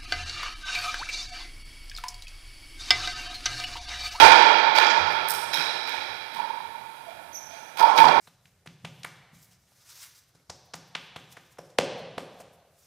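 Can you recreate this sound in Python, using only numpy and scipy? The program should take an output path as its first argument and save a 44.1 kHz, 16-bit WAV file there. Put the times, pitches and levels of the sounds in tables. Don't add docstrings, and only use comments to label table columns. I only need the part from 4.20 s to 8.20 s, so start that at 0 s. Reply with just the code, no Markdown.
import sys
import numpy as np
from scipy import signal
from scipy.fft import rfft, irfft, next_fast_len
from scipy.io import wavfile
from scipy.ndimage import uniform_filter1d, map_coordinates

SR = 44100
rng = np.random.default_rng(int(sys.argv[2]) if len(sys.argv) > 2 else 0)


def unload_audio(sound):
    columns = np.transpose(np.atleast_2d(sound))
    steps = np.round(np.clip(columns, -1, 1) * 32767)
    wavfile.write(sys.argv[1], SR, steps.astype(np.int16))


def nominal_scale(level):
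    x = np.asarray(level, float) / 20
    return 10 ** x


N = 176400


def along(points, hz):
    f, v = np.transpose(points)
    return np.interp(np.log(hz + 1), np.log(f + 1), v)


def closed(points, hz):
    below, above = (points[0][0] / 2, -120), (points[-1][0] * 2, -120)
    return nominal_scale(along([below] + points + [above], hz))


def unit(x):
    return x / np.sqrt(np.mean(x ** 2) + 1e-20)


def filtered(x, response):
    m = next_fast_len(N + SR // 2)
    return irfft(rfft(x, m) * response(np.fft.rfftfreq(m, 1 / SR)), m)[..., :N]


def peak(f, hz, width):
    return 1j * f * width / (hz * hz - f * f + 1j * f * width)


def add(out, x, s):
    k = round(s * SR)
    x = x[max(-k, 0):][:N - max(k, 0)]
    out[max(k, 0):][:len(x)] += x


# (frequency [Hz], T60 [s])
COURT_T60 = [(60, 2.3), (200, 3.7), (500, 2.75), (1500, 2.64), (4000, 2.79), (6000, 1.77), (9000, 1.06),
             (15000, 0.37)]
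# (frequency [Hz], time constant [s])
COURT_RISE = [(200, .04), (900, .06), (1500, .035), (3000, .01), (8000, .012)]


def court(colour):
    echoes_per_s, uneven_db, mixed_s = 380, 7, 0.063
    early_db, early_t60_s = -7.5, 1
    t = np.arange(5 * SR // 2) / SR
    lumps = map_coordinates(rng.standard_normal(2000), [np.minimum(t * echoes_per_s, 1990)], order=1)
    echoes = rng.standard_normal(len(t)) * nominal_scale(uneven_db * lumps * np.exp(-t / mixed_s))
    hz, s, z = signal.stft(echoes, SR, nperseg=512, noverlap=384)
    late = nominal_scale(-60 * s / along(COURT_T60, hz)[:, None])
    early = nominal_scale(early_db - 60 * s / early_t60_s)
    rise = 1 - np.exp(-(s + 0.0039) / along(COURT_RISE, hz)[:, None])
    shape = colour(hz)[:, None] * rise * late * (1 + early)
    return signal.istft(z * shape, SR, nperseg=512, noverlap=384)[1][:len(t)]


# (time [s], hollow pock [dB], rubber slap [dB], bright crack [dB], slap tilt [dB per octave])
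HITS = [(-.06, -5, -7.5, -21.5, 0.5), (.552, -24, -17.5, -36, 1.5), (0.671, -17, -36, -56.5, 5),
        (.76, -32, -53, -52.5, 6), (.9, -45, -70, -49, -10.5), (1.082, -64, -54, -25, 0),
        (1.33, -47, -25, -33, 1), (1.668, -89, -30, -42, 1.5), (2.134, -33.5, -37, -47, -0.5),
        (2.874, -88, -48.5, -65, -1), (3.3, -60, -44.5, -57, 0.5), (3.571, -9, -28, -34.5, 3),
        (3.588, -7, -31, -48, -4), (3.755, -19, -35.5, -34, 8.5), (3.771, -7.5, -19, -34.5, -2.5)]
# (frequency [Hz], level [dB])
POCK = [(500, -7), (760, -0.5), (900, 5), (1050, 3), (1400, -9.5)]
SLAP = [(100, 2), (250, -4), (330, 9.5), (700, 11), (2000, 6), (4000, -3), (5600, -6), (7500, -25.5)]
CRACK = [(4000, -10), (7000, -10.5), (8500, -5.5), (12000, -3.5), (15500, 3)]
# (time [s], level [dB], frequency [Hz], width [Hz])
RINGS = [(0.555, -6, 1310, 297), (.64, -24, 5000, 1000), (1.083, -24, 5440, 500), (1.322, -15, 3900, 350),
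         (1.665, -35.5, 3970, 300), (1.332, -19, 5260, 590), (1.67, -26, 2190, 300),
         (2.135, -11.5, 994, 160), (2.88, -17, 650, 90), (3.478, -37, 1510, 504), (3.772, -24, 3500, 303)]


def ball():
    bass_cut_hz = 80
    out = np.zeros(N)
    for s, pock_db, slap_db, crack_db, tilt_db in HITS:
        def contact(hz):
            pock = nominal_scale(pock_db) * closed(POCK, hz)
            slap = nominal_scale(slap_db + tilt_db * np.log2((hz + 1) / 2000)) * closed(SLAP, hz)
            return pock + slap + nominal_scale(crack_db) * closed(CRACK, hz)
        add(out, court(contact), s)
    for s, db, ring_hz, width in RINGS:
        ring = court(lambda hz: nominal_scale(db) * np.abs(peak(hz, ring_hz, width)) ** 2)
        add(out, ring, s)
    return filtered(out, lambda f: (1j * f / (bass_cut_hz + 1j * f)) ** 2)


# (frequency [Hz], level [dB])
AIR = [(40, -38), (85, -16.5), (120, -6.5), (400, -10.5), (620, -4.5), (2500, -16.5), (5000, -27.5),
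       (7000, -37), (15000, -29.5)]


def murmur():
    return nominal_scale(-46.5) * unit(filtered(rng.standard_normal(N), lambda f: closed(AIR, f)))


# (frequency [Hz], width [Hz], level [dB])
HOUSING = [(896.6, 68, 11), (1050, 37, 6.5), (1427, 150, 5.5), (1732, 53, 7), (2379, 167, 10),
           (2860, 80, 3.5), (3303, 200, 9), (3940, 244, 5.5), (4690, 190, 5), (5860, 1400, 1.5),
           (8700, 680, 7), (11080, 350, 8), (12700, 630, 0.5), (14400, 900, 1)]
# (frequency [Hz], width [Hz], level [dB])
NOTCHES = [(1026, 70, -8.5), (1193, 46, -10.5), (2664, 65, -9.5), (2963, 124, -7.5), (4210, 74, -4),
           (5880, 260, -5)]


def housing(x):
    leak_db = -4
    f = np.fft.rfftfreq(4096, 1 / SR)
    power = nominal_scale(2 * leak_db) + sum(nominal_scale(2 * db) * np.abs(peak(f, c, w)) ** 2 for c, w, db in HOUSING)
    dips = nominal_scale(sum(db * np.exp(-((f - c) / w) ** 2) for c, w, db in NOTCHES))
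    cep = irfft(np.log(np.sqrt(power) * dips))
    cep[1:2048] *= 2
    cep[2049:] = 0
    return signal.fftconvolve(x, irfft(np.exp(rfft(cep))))[:N]


# (frequency [Hz], level [dB])
HISS = [(30, 9), (60, -36), (200, -4), (600, -4.5), (3000, -4.5), (7000, -8.5), (15000, -10)]
# (frequency [Hz], level [dB])
HUM = [(120, -91), (180, -92), (240, -86), (300, -91), (360, -90), (420, -88), (540, -87), (660, -87),
       (780, -87), (900, -89)]
# (frequency [Hz], width [Hz], level [dB])
WHINE = [(9910, 1000, -62), (13100, 400, -71)]


def circuit():
    hiss_db = (-62, -56.5)
    tick_s, tick_db, tick_t60_s = .1598, -38, .005
    t = np.arange(N) / SR
    hiss = [nominal_scale(db) * unit(filtered(rng.standard_normal(N), lambda f: closed(HISS, f))) for db in hiss_db]
    hum = sum(nominal_scale(db) * np.sin(2 * np.pi * (hz * t + rng.random())) for hz, db in HUM)
    tick = nominal_scale(tick_db - 60 * ((t - tick_s) % 1) / tick_t60_s) * rng.standard_normal(N)
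    whine = np.zeros(N)
    for hz, width, db in WHINE:
        whine += nominal_scale(db) * unit(filtered(rng.standard_normal(N), lambda f: peak(f, hz, width) ** 2))
    return np.array([hiss[0] + hum + tick, hiss[1] + whine])


# (time [s], level [dB], floor note [Hz], T60 [s])
STEPS = [(.0, -19.5, 88, 0.25), (.03, -34, 55, 0.2), (.45, -54, 86, .6), (.76, -33, 165, 0.51),
         (0.788, -22.5, 87, 0.26), (0.931, -41, 93.3, 0.52), (1.08, -42, 159.6, 0.81),
         (1.21, -47, 84.3, 0.7), (1.372, -23.5, 157, 0.15), (1.76, -34, 87.6, 0.18), (1.879, -37, 95, 0.27),
         (2.15, -41.5, 176, 0.3), (2.419, -49, 88, 0.69), (2.5, -49, 157.4, 0.42), (2.864, -24, 673, 0.18),
         (2.93, -53, 92.5, 1), (3.269, -46, 89.5, 0.19), (3.302, -24.5, 668, 0.16),
         (1.328, -34.5, 289, 0.39), (2.134, -40, 230.2, 0.4), (3.78, -23, 250, 0.39), (.73, -29, 202, 0.23),
         (3.771, -27, 163.2, 0.66), (3.79, -32.5, 83.3, 0.93)]


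def steps():
    rise_s, mode_ratio, mode_scatter, room_db = .04, 1.04, .8, -20
    out, t = np.zeros(N), np.arange(SR) / SR
    for (s, db, hz, t60), chance in zip(STEPS, rng.random((len(STEPS), 3))):
        modes = hz * mode_ratio ** (np.array([-1, 0, 1]) + mode_scatter * (chance - .5))
        note = np.array([.5, 1, .5]) @ np.sin(2 * np.pi * modes[:, None] * t)
        onset = (1 - np.exp(-t * np.sqrt(hz / 90) / rise_s)) ** 2
        add(out, nominal_scale(db - 60 * t / t60) * onset * note, s)
    tail = court(lambda hz: closed([(60, 0.015), (1000, 0)], hz))
    return out + nominal_scale(room_db) * signal.fftconvolve(out, tail / np.linalg.norm(tail))[:N]


# (time [s], level [dB], length [s])
SWELLS = [(0.028, 2, 0.01), (0.042, -1, 0.006), (0.124, -3.5, 0.011), (0.161, -5, .007),
          (0.214, -4.5, 0.0053), (0.233, -3.5, 0.0048), (0.259, -10, 0.0051), (0.315, -9, 0.0075),
          (.329, -11, .006), (0.357, -9.5, 0.0047), (0.449, -12, 0.0066), (0.474, -9.5, 0.004),
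          (0.484, -14, 0.005), (.588, -6.5, 0.0034), (0.636, -9, 0.0044), (0.736, -11, 0.0036),
          (0.755, -14.5, 0.01), (.78, -9, 0.0074), (0.882, -16, 0.0087), (0.979, -18.5, .007),
          (1.108, -21, 0.01), (1.239, -24, 0.016), (1.354, -21, .007), (1.41, -20.5, 0.0056),
          (1.436, -27, 0.017), (1.743, -23, 0.0077), (2.17, -26, 0.0043), (2.191, -21, 0.0033),
          (2.204, -16, 0.0064), (2.231, -23, 0.0045), (2.249, -20.5, 0.0055), (2.278, -26, 0.0055),
          (2.303, -22, 0.0061), (2.309, -21.5, 0.0068), (2.343, -25, 0.0096), (2.378, -25, 0.01),
          (2.406, -24, 0.0033), (2.455, -26, 0.0095), (2.508, -30.5, .009), (2.555, -27.5, 0.0091),
          (2.696, -32.5, 0.0084), (2.813, -34, 0.0093), (3.617, -5.5, 0.0063), (3.635, -4.5, 0.0049),
          (3.645, -2, 0.0076), (3.682, -9, 0.0044), (3.72, -9.5, 0.0066), (3.808, -3, 0.01),
          (3.825, -1.5, 0.0076), (3.844, 1.5, 0.0018), (3.857, -4, 0.0073), (3.87, -1, 0.0027),
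          (3.893, -4, 0.0023), (3.916, -9.5, 0.0091), (3.944, -10, 0.0077), (3.981, -6.5, 0.0069)]


def swells(wash):
    main_hz, scatter, band_hz = 914.2, 0.023, 97
    reach = 0.79
    tones, share, t = np.zeros(N), np.zeros(N), np.arange(-2000, 2000) / SR
    for (s, db, length), (turn, detune) in zip(SWELLS, rng.random((len(SWELLS), 2))):
        hz = main_hz * (1 + scatter * (2 * detune - 1))
        tone = np.sin(2 * np.pi * (hz * t + turn))
        add(tones, nominal_scale(db) * np.exp(-(t / length) ** 2) * tone, s + t[0])
        add(share, np.exp(-(t / length / reach) ** 2), s + t[0])
    note = filtered(wash, lambda f: np.exp(-((f - main_hz) / band_hz) ** 2))
    return wash - np.minimum(share, 1) * note + tones


# (time [s], slap [dB], crack [dB], length [s])
CLAPS = [(0.564, -35, -46, 0.0038), (0.594, -37, -48, 0.0022), (0.67, -18, -51, 0.0036),
         (0.709, -21, -59, .012), (1.087, -38, -17, 0.002), (1.107, -29, -16, 0.002),
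         (1.15, -32.5, -27, .004), (1.336, -23, -49, 0.0031), (1.351, -49.5, -36, 0.00087),
         (1.367, -29, -43, 0.0015), (1.698, -44.5, -38, 0.0023), (3.855, -21.5, -34.5, 0.0035),
         (3.886, -19, -47, 0.0034), (2.137, -47, -56, 0.0044), (3.779, -13, -31, 0.0033),
         (3.787, -14.5, -48, 0.0019), (0.052, -14, -43, 0.0034), (0.123, -13, -50, 0.0047)]


def wall_claps():
    claps, t = np.zeros((2, N)), np.arange(-2000, 2000) / SR
    for s, slap_db, crack_db, length in CLAPS:
        burst = np.exp(-(t / length) ** 2) * rng.standard_normal(len(t))
        add(claps[0], nominal_scale(slap_db) * burst, s + t[0])
        add(claps[1], nominal_scale(crack_db) * burst, s + t[0])
    coloured = filtered(claps, lambda f: np.array([closed(SLAP, f) * f / 2000, closed(CRACK, f)]))
    return housing(coloured.sum(axis=0))


# (time [s], frequency [Hz], level [dB])
SQUEAK = [(3.126, 6250, -58), (3.133, 6150, -39), (3.14, 6150, -47), (3.146, 6200, -35), (3.156, 5850, -33),
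          (3.161, 5750, -35), (3.165, 6300, -36), (3.172, 6400, -38), (3.18, 6100, -52)]


def squeak():
    roughness, overtone_db, room_db, level_db = .032, -8.5, -1, 2
    s, hz, db = np.transpose(SQUEAK)
    t = np.arange(s[0], s[-1], 1 / SR)
    jitter = 1 + roughness * unit(uniform_filter1d(rng.standard_normal(len(t)), size=30))
    phase = 2 * np.pi * np.cumsum(np.interp(t, s, hz) * jitter) / SR
    direct = nominal_scale(np.interp(t, s, db)) * (np.sin(phase) + nominal_scale(overtone_db) * np.sin(2 * phase))
    tail, out = court(np.ones_like), np.zeros(N)
    add(out, direct, s[0])
    add(out, nominal_scale(room_db) * signal.fftconvolve(direct, tail / np.linalg.norm(tail)), s[0] + 0.002)
    return nominal_scale(level_db) * out


def treble_gaps(x):
    from_hz, gap_db = 4000, -22
    base_share, share_per_db, faint_under_db = (.07, .02), .035, 36
    hz, _, z = signal.stft(x, SR, nperseg=1536)
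    level_db = 10 * np.log10(uniform_filter1d(np.abs(z) ** 2, size=9, axis=1) + 1e-16)
    under_db = level_db.max(axis=1, keepdims=True) - level_db
    under_db = uniform_filter1d(under_db, size=5, axis=2)
    share = np.reshape(base_share, (2, 1, 1)) + np.clip(share_per_db * (under_db - faint_under_db), 0, .4)
    chance = rng.random(z.shape)[:, np.arange(len(hz)) // 7][..., np.arange(z.shape[2]) // 2]
    gaps = (chance < share) & (hz[:, None] > from_hz)
    return signal.istft(z * nominal_scale(gap_db * gaps), SR, nperseg=1536)[1][:, :N]


def scene():
    wash = housing(ball() + murmur())
    right = swells(wash) + steps() + squeak() + wall_claps()
    return np.array([np.zeros(N), right])


def band_limit(x):
    return signal.sosfilt(signal.butter(12, 15670, fs=SR, output="sos"), x)


def record(dry):
    ceiling, hardness = 1, 24
    top_hz, edge_hz, above_db = 15250, 150, -18
    x = dry / (1 + np.abs(dry / ceiling) ** hardness) ** (1 / hardness) + circuit()
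    x = filtered(x, lambda hz: nominal_scale(above_db * np.clip((hz - top_hz) / edge_hz, 0, 1)))
    mix = treble_gaps(x)
    return band_limit(mix)


dry = scene()
out = record(dry)
unload_audio(out)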